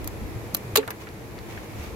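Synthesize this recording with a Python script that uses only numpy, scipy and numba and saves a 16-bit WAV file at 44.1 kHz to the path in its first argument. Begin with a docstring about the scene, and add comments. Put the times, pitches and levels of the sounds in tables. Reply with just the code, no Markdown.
"""A spring clamp in an engine bay

A steel clamp is worked off its seat in a car's engine bay, outdoors. Its jaws tick as they slip, then snap shut
and bounce, and a rubber pad slips with a short, low squeak. Handling adds soft thuds; lifting the clamp away
adds light knocks, rustles and spring ticks. Behind it are a low hum and light air on the microphone. The
recorder turns itself down after the snap and slowly comes back up."""
import sys
import numpy as np
from scipy import signal
from scipy.fft import rfft, irfft
from scipy.io import wavfile
from numba import njit

SR = 44100
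rng = np.random.default_rng(int(sys.argv[2]) if len(sys.argv) > 2 else 0)


def file_out(sig):
    """Save sig as 16-bit WAV at sys.argv[1]."""
    # one column per channel
    cols = np.atleast_2d(sig).T
    # limit, then scale
    lim = np.clip(cols, -1, 1)
    pcm = np.round(lim * 32767).astype(np.int16)
    wavfile.write(sys.argv[1], SR, pcm)


N = 85995
t = np.arange(N) / SR


def undb(db):
    """Turn decibels (dB) into a number to multiply a sound by."""
    return 10 ** (np.asarray(db) / 20)


def unit(x):
    """Scale a sound so that its average (rms) level is 1."""
    return x / np.sqrt(np.mean(x ** 2))


def at_freqs(points):
    """Read rows of frequency in Hz and a value at every frequency of the spectrum."""
    hz, value = np.array(points, float).T
    return np.interp(np.log(np.arange(N // 2 + 1) * SR / N + 1e-9), np.log(hz), value)


def noise(colour, likeness=0):
    """Stereo noise; colour sets how strong each frequency is, and likeness 1 makes both sides equal."""
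    hz = np.arange(N // 2 + 1) * SR / N
    fade_at_ends = np.minimum(hz / colour[0][0], 1) ** 2 / np.maximum(hz / colour[-1][0], 1) ** 2
    mid, side = rfft(rng.standard_normal((2, N))) * undb(at_freqs(colour)) * fade_at_ends
    likeness = np.clip(likeness, -1, 1)
    mid, side = mid * np.sqrt(1 + likeness), side * np.sqrt(1 - likeness)
    return unit(irfft(np.array([mid + side, mid - side]), N))


def band(hz, width_hz, likeness=0):
    """Noise gathered around one pitch by filtering it twice."""
    b, a = signal.iirpeak(hz, hz / width_hz, fs=SR)
    wide = noise([(hz / 2, 0), (hz * 2, 0)], likeness)
    return unit(signal.lfilter(b, a, signal.lfilter(b, a, wide)))


def fade(age, t60):
    """A dying level; the fade time t60 is the seconds it takes to drop by 60 dB."""
    return np.exp(-np.log(1000) * age / t60)


def burst(start, rise, t60):
    """A level that rises quickly and then fades; all times are in seconds."""
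    age = np.maximum(t - start, 0)
    return (1 - np.exp(-age / rise)) * fade(age, t60)


def tone(hz, start=0):
    """A steady pure tone that crosses zero at the start time."""
    return np.sin(2 * np.pi * hz * (t - start))


def convolve(x, response):
    """Let every moment of a sound set off a ring or an echo."""
    return signal.fftconvolve(np.atleast_2d(x), np.atleast_2d(response), axes=1)[:, :N]


def outdoors():
    """Broad distant noise and a low, far-off drone."""
    # Each row: frequency in Hz, relative level in dB.
    air_colour = [(90, -1), (150, -5.5), (235, -8), (320, -1.5), (400, -6.5), (520, -8.5), (700, -11.5),
                  (1000, -13.5), (1450, -19.5), (1900, -18), (2350, -18), (3000, -26), (4000, -27),
                  (5500, -29.5), (7000, -30), (8800, -34.5), (11000, -30), (13000, -30), (16000, -38)]
    # Each row: frequency in Hz, how alike left and right are from 0 to 1.
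    air_likeness = [(150, 0.98), (350, 0.88), (700, 0.43), (1500, 0), (15000, 0)]
    # Each row: pitch in Hz, width in Hz, level in dB.
    hum_bands = [(108.2, 21.5, -45), (203.6, 22.5, -52), (331.3, 22, -57.5), (450.4, 57, -50.5)]
    air = undb(-39) * noise(air_colour, at_freqs(air_likeness))
    hum = sum(undb(db) * band(hz, width, likeness=0.93) for hz, width, db in hum_bands)
    return air + hum


def wind():
    """Light air rumbles on the microphone, a little louder on the left."""
    # Each row: frequency in Hz, relative level in dB.
    colour = [(20, -17), (35, 0), (60, 1), (80, 4.5), (110, -8.5), (150, -9), (300, -12.5)]
    # Each row: time in seconds, level in dB.
    gusts = [(0, -32), (.15, -41), (.25, -34.5), (.45, -43.5), (.72, -51), (1.05, -48.5), (1.45, -41),
             (1.6, -43), (1.82, -45), (1.95, -37.5)]
    level = undb(np.interp(t, *np.array(gusts).T))
    left_right = undb([[1], [-1]])
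    return level * noise(colour) * left_right


def clamp():
    """Steel scrapes on steel for an instant at each contact, briefly ringing the hand-muffled jaws."""
    # Each row: start in seconds, clack, clink and tick levels in dB, rise and fade times in seconds.
    contacts = [(0.043, -47, -40, -32, 0.00037, 0.024), (0.0747, -36.5, -38.5, -20, 0.00018, 0.017),
                (0.5416, -59, -37, -23.5, 0.0027, 0.022), (0.5473, -24, -18.5, -11.5, 0.00024, 0.017),
                (0.566, -48, -36, -24.5, 0.0022, 0.027), (0.7560, -8, -11.5, -10.5, 0.0015, .028),
                (0.7593, -20, -8.5, -9, 0.001, 0.024), (0.7708, -22.5, -7, -12, 0.0012, .027),
                (0.7773, -23.5, -24.5, -40, 0.0015, 0.049), (0.877, -23.5, -29, -28.5, 0.00036, 0.018),
                (0.9045, -22.5, -32.5, -23, 0.0007, 0.029)]
    # A contact's low, middle and high parts. Each row: frequency in Hz, relative level in dB.
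    clack_colour = [(200, -54), (500, -1.5), (900, -4.5), (1300, 1), (1600, -4), (2000, -1.5), (2500, -5),
                    (4000, -25)]
    clink_colour = [(1500, -21), (2700, -1), (3600, 2), (4400, 7.5), (5000, -5), (6000, -9.5), (7000, -3),
                    (8500, -8.5), (12000, -13.5)]
    tick_colour = [(6000, -10), (9000, -15.5), (10000, -9.5), (11500, -7), (13000, -2), (14500, -4.5),
                   (15500, -16), (16000, -15)]
    # The notes the jaws ring at. Each row: pitch in Hz, relative level in dB.
    jaw_notes = [(1195, 2), (1400, -0.5), (1780, -0.5), (2310, -1.5), (2864, 2), (2958, 0.5), (3497, -5),
                 (3700, -10), (3956, -22), (4060, -2), (4206, -4), (6988, -2), (9442, -19), (12950, -13),
                 (13400, -3)]
    parts = [noise(clack_colour), noise(clink_colour), noise(tick_colour)]
    scrape = np.zeros((2, N))
    for start, *levels, rise, t60 in contacts:
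        blend = sum(undb(db) * part for db, part in zip(levels, parts))
        scrape += burst(start, rise, t60) * blend
    longest_fade_s, half_fade_hz, ring_db = 0.085, 4500, 1
    jaws = np.zeros(N)
    for hz, db in jaw_notes:
        t60 = longest_fade_s / (1 + (hz / half_fade_hz) ** 2)  # higher notes die sooner
        even_out = 2 * np.log(1000) / (t60 * SR)  # keeps long notes from building up louder
        jaws += undb(db) * tone(hz) * fade(t, t60) * even_out
    return scrape + undb(ring_db) * convolve(scrape, jaws)


def bumps():
    """Handling makes soft, low thuds."""
    # Each row: start in seconds, level in dB, pitch in Hz, fade time in seconds.
    thuds = [(0.222, -23.5, 219, 0.044), (0.216, -29, 56.3, 0.22), (0.359, -22.5, 113, 0.088),
             (0.535, -28, 184, .07), (0.646, -25, 128, 0.094), (0.733, -24.5, 97.6, 0.13),
             (0.876, -26.5, 104, .14), (1.793, -28, 74.3, 0.29)]
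    return sum(undb(db) * burst(start, 0.0015, t60) * tone(hz, start) for start, db, hz, t60 in thuds)


def squeak():
    """A rubber pad slips with a short, low squeak that swells while it is pushed, then rings out."""
    # Each row: start in seconds, level in dB, length in seconds.
    pushes = [(0.76, -26.5, 0.011), (0.777, -12.5, 0.016)]
    # Each row: pitch in Hz, level in dB added to that of the push, fade time in seconds.
    notes = [(275.7, -11.5, 0.16), (432.3, 1.5, 0.033), (532, -18.5, 0.23), (870, -14, 0.016)]
    rise_s, left_delay_s = 0.0021, 0.00024
    sound = np.zeros(N)
    for start, push_db, length in pushes:
        swell = np.clip((t - start) / rise_s, 0, 1)
        since_release = np.maximum(t - start - length, 0)
        for hz, db, t60 in notes:
            sound += undb(push_db + db) * swell * tone(hz, start) * fade(since_release, t60)
    left = np.interp(t - left_delay_s, t, sound)  # it reaches the left microphone later
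    return np.array([left, sound])


def knocks():
    """The padded handle and the cable knock dully against the car's body."""
    # Each row: start in seconds, level in dB, centre pitch in Hz.
    hits = [(0.793, -30, 2240), (0.828, -29.5, 1490), (0.881, -23.5, 1050), (0.913, -32.5, 1610),
            (1.07, -32, 1670), (1.38, -38.5, 1760), (1.574, -33.5, 1810)]
    sound = np.zeros((2, N))
    for start, db, hz in hits:
        level = undb(db) * burst(start, rise=0.00058, t60=0.065)
        sound += level * band(hz, width_hz=0.62 * hz, likeness=0.24)
    return sound


def rustles():
    """Sleeve and cable slide in small, uneven catches as the clamp is lifted."""
    # Each row: time of the peak in seconds, width in seconds, level in dB.
    slides = [(1.023, 0.013, -39.5), (1.522, 0.034, -44), (1.64, .06, -48.5), (1.832, 0.054, -42.5)]
    # Each row: frequency in Hz, relative level in dB.
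    colour = [(400, 2), (1000, 3.5), (1600, -2.5), (2300, 3.5), (2900, -2.5), (4500, -8), (6500, -8),
              (9000, -17.5), (13000, -11.5), (16000, -18)]
    catches_per_s, catch_db = 160, 2
    catches = np.interp(t * catches_per_s, np.arange(N), rng.standard_normal(N))
    level = sum(undb(db) * np.exp(-0.5 * ((t - peak) / width) ** 2) for peak, width, db in slides)
    return noise(colour) * level * undb(catch_db * catches)


def spring_ticks():
    """The spring shifts in its seat with tiny, dry ticks."""
    # Each row: start in seconds, level in dB.
    shifts = [(1.0894, -24.5), (1.3891, -21.5)]
    pitch_hz, rise_s, fade_s = 4250, 0.00005, 0.0015
    return sum(undb(db) * burst(start, rise_s, fade_s) * tone(pitch_hz, start) for start, db in shifts)


def bay_echo(sound):
    """The engine bay throws back a short, quiet echo."""
    # Each row: frequency in Hz, relative level in dB.
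    colour = [(200, 8.5), (1000, 6), (2600, 1.5), (4000, -8), (10000, -3), (16000, -20)]
    tail = noise(colour) * burst(0, rise=0.0028, t60=0.25)
    tail /= np.sqrt(np.sum(tail ** 2) / 2)  # an energy of about 1 on each side
    return undb(-22) * convolve(sound, tail)


def scene():
    """The sharp sounds and their echo, with handling noise and the outdoor background."""
    hits = clamp() + squeak() + knocks() + spring_ticks()
    return hits + bay_echo(hits) + bumps() + rustles() + outdoors() + wind()


@njit
def follow(x, attack, release):
    """Track a level, rising at the attack rate and falling at the release rate."""
    levels, level = np.empty(len(x)), 0.
    for i in range(len(x)):
        level += (x[i] - level) * (attack if x[i] > level else release)
        levels[i] = level
    return levels


def record(dry):
    """The recorder turns down after loud sounds, recovers slowly, rounds peaks and cuts the top treble."""
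    threshold_db, ratio, attack_s, release_s = -27.5, 1.445, 0.035, 1
    top_hz = 15750
    level = follow(np.abs(dry).mean(axis=0), 1 / (attack_s * SR), 1 / (release_s * SR))
    gain = np.maximum(level / undb(threshold_db), 1) ** (1 / ratio - 1)
    rounded = np.tanh(dry * gain)
    treble_cut = signal.ellip(8, 0.2, 70, top_hz, fs=SR, output="sos")
    return signal.sosfilt(treble_cut, rounded)


dry = scene()
out = record(dry)
file_out(out)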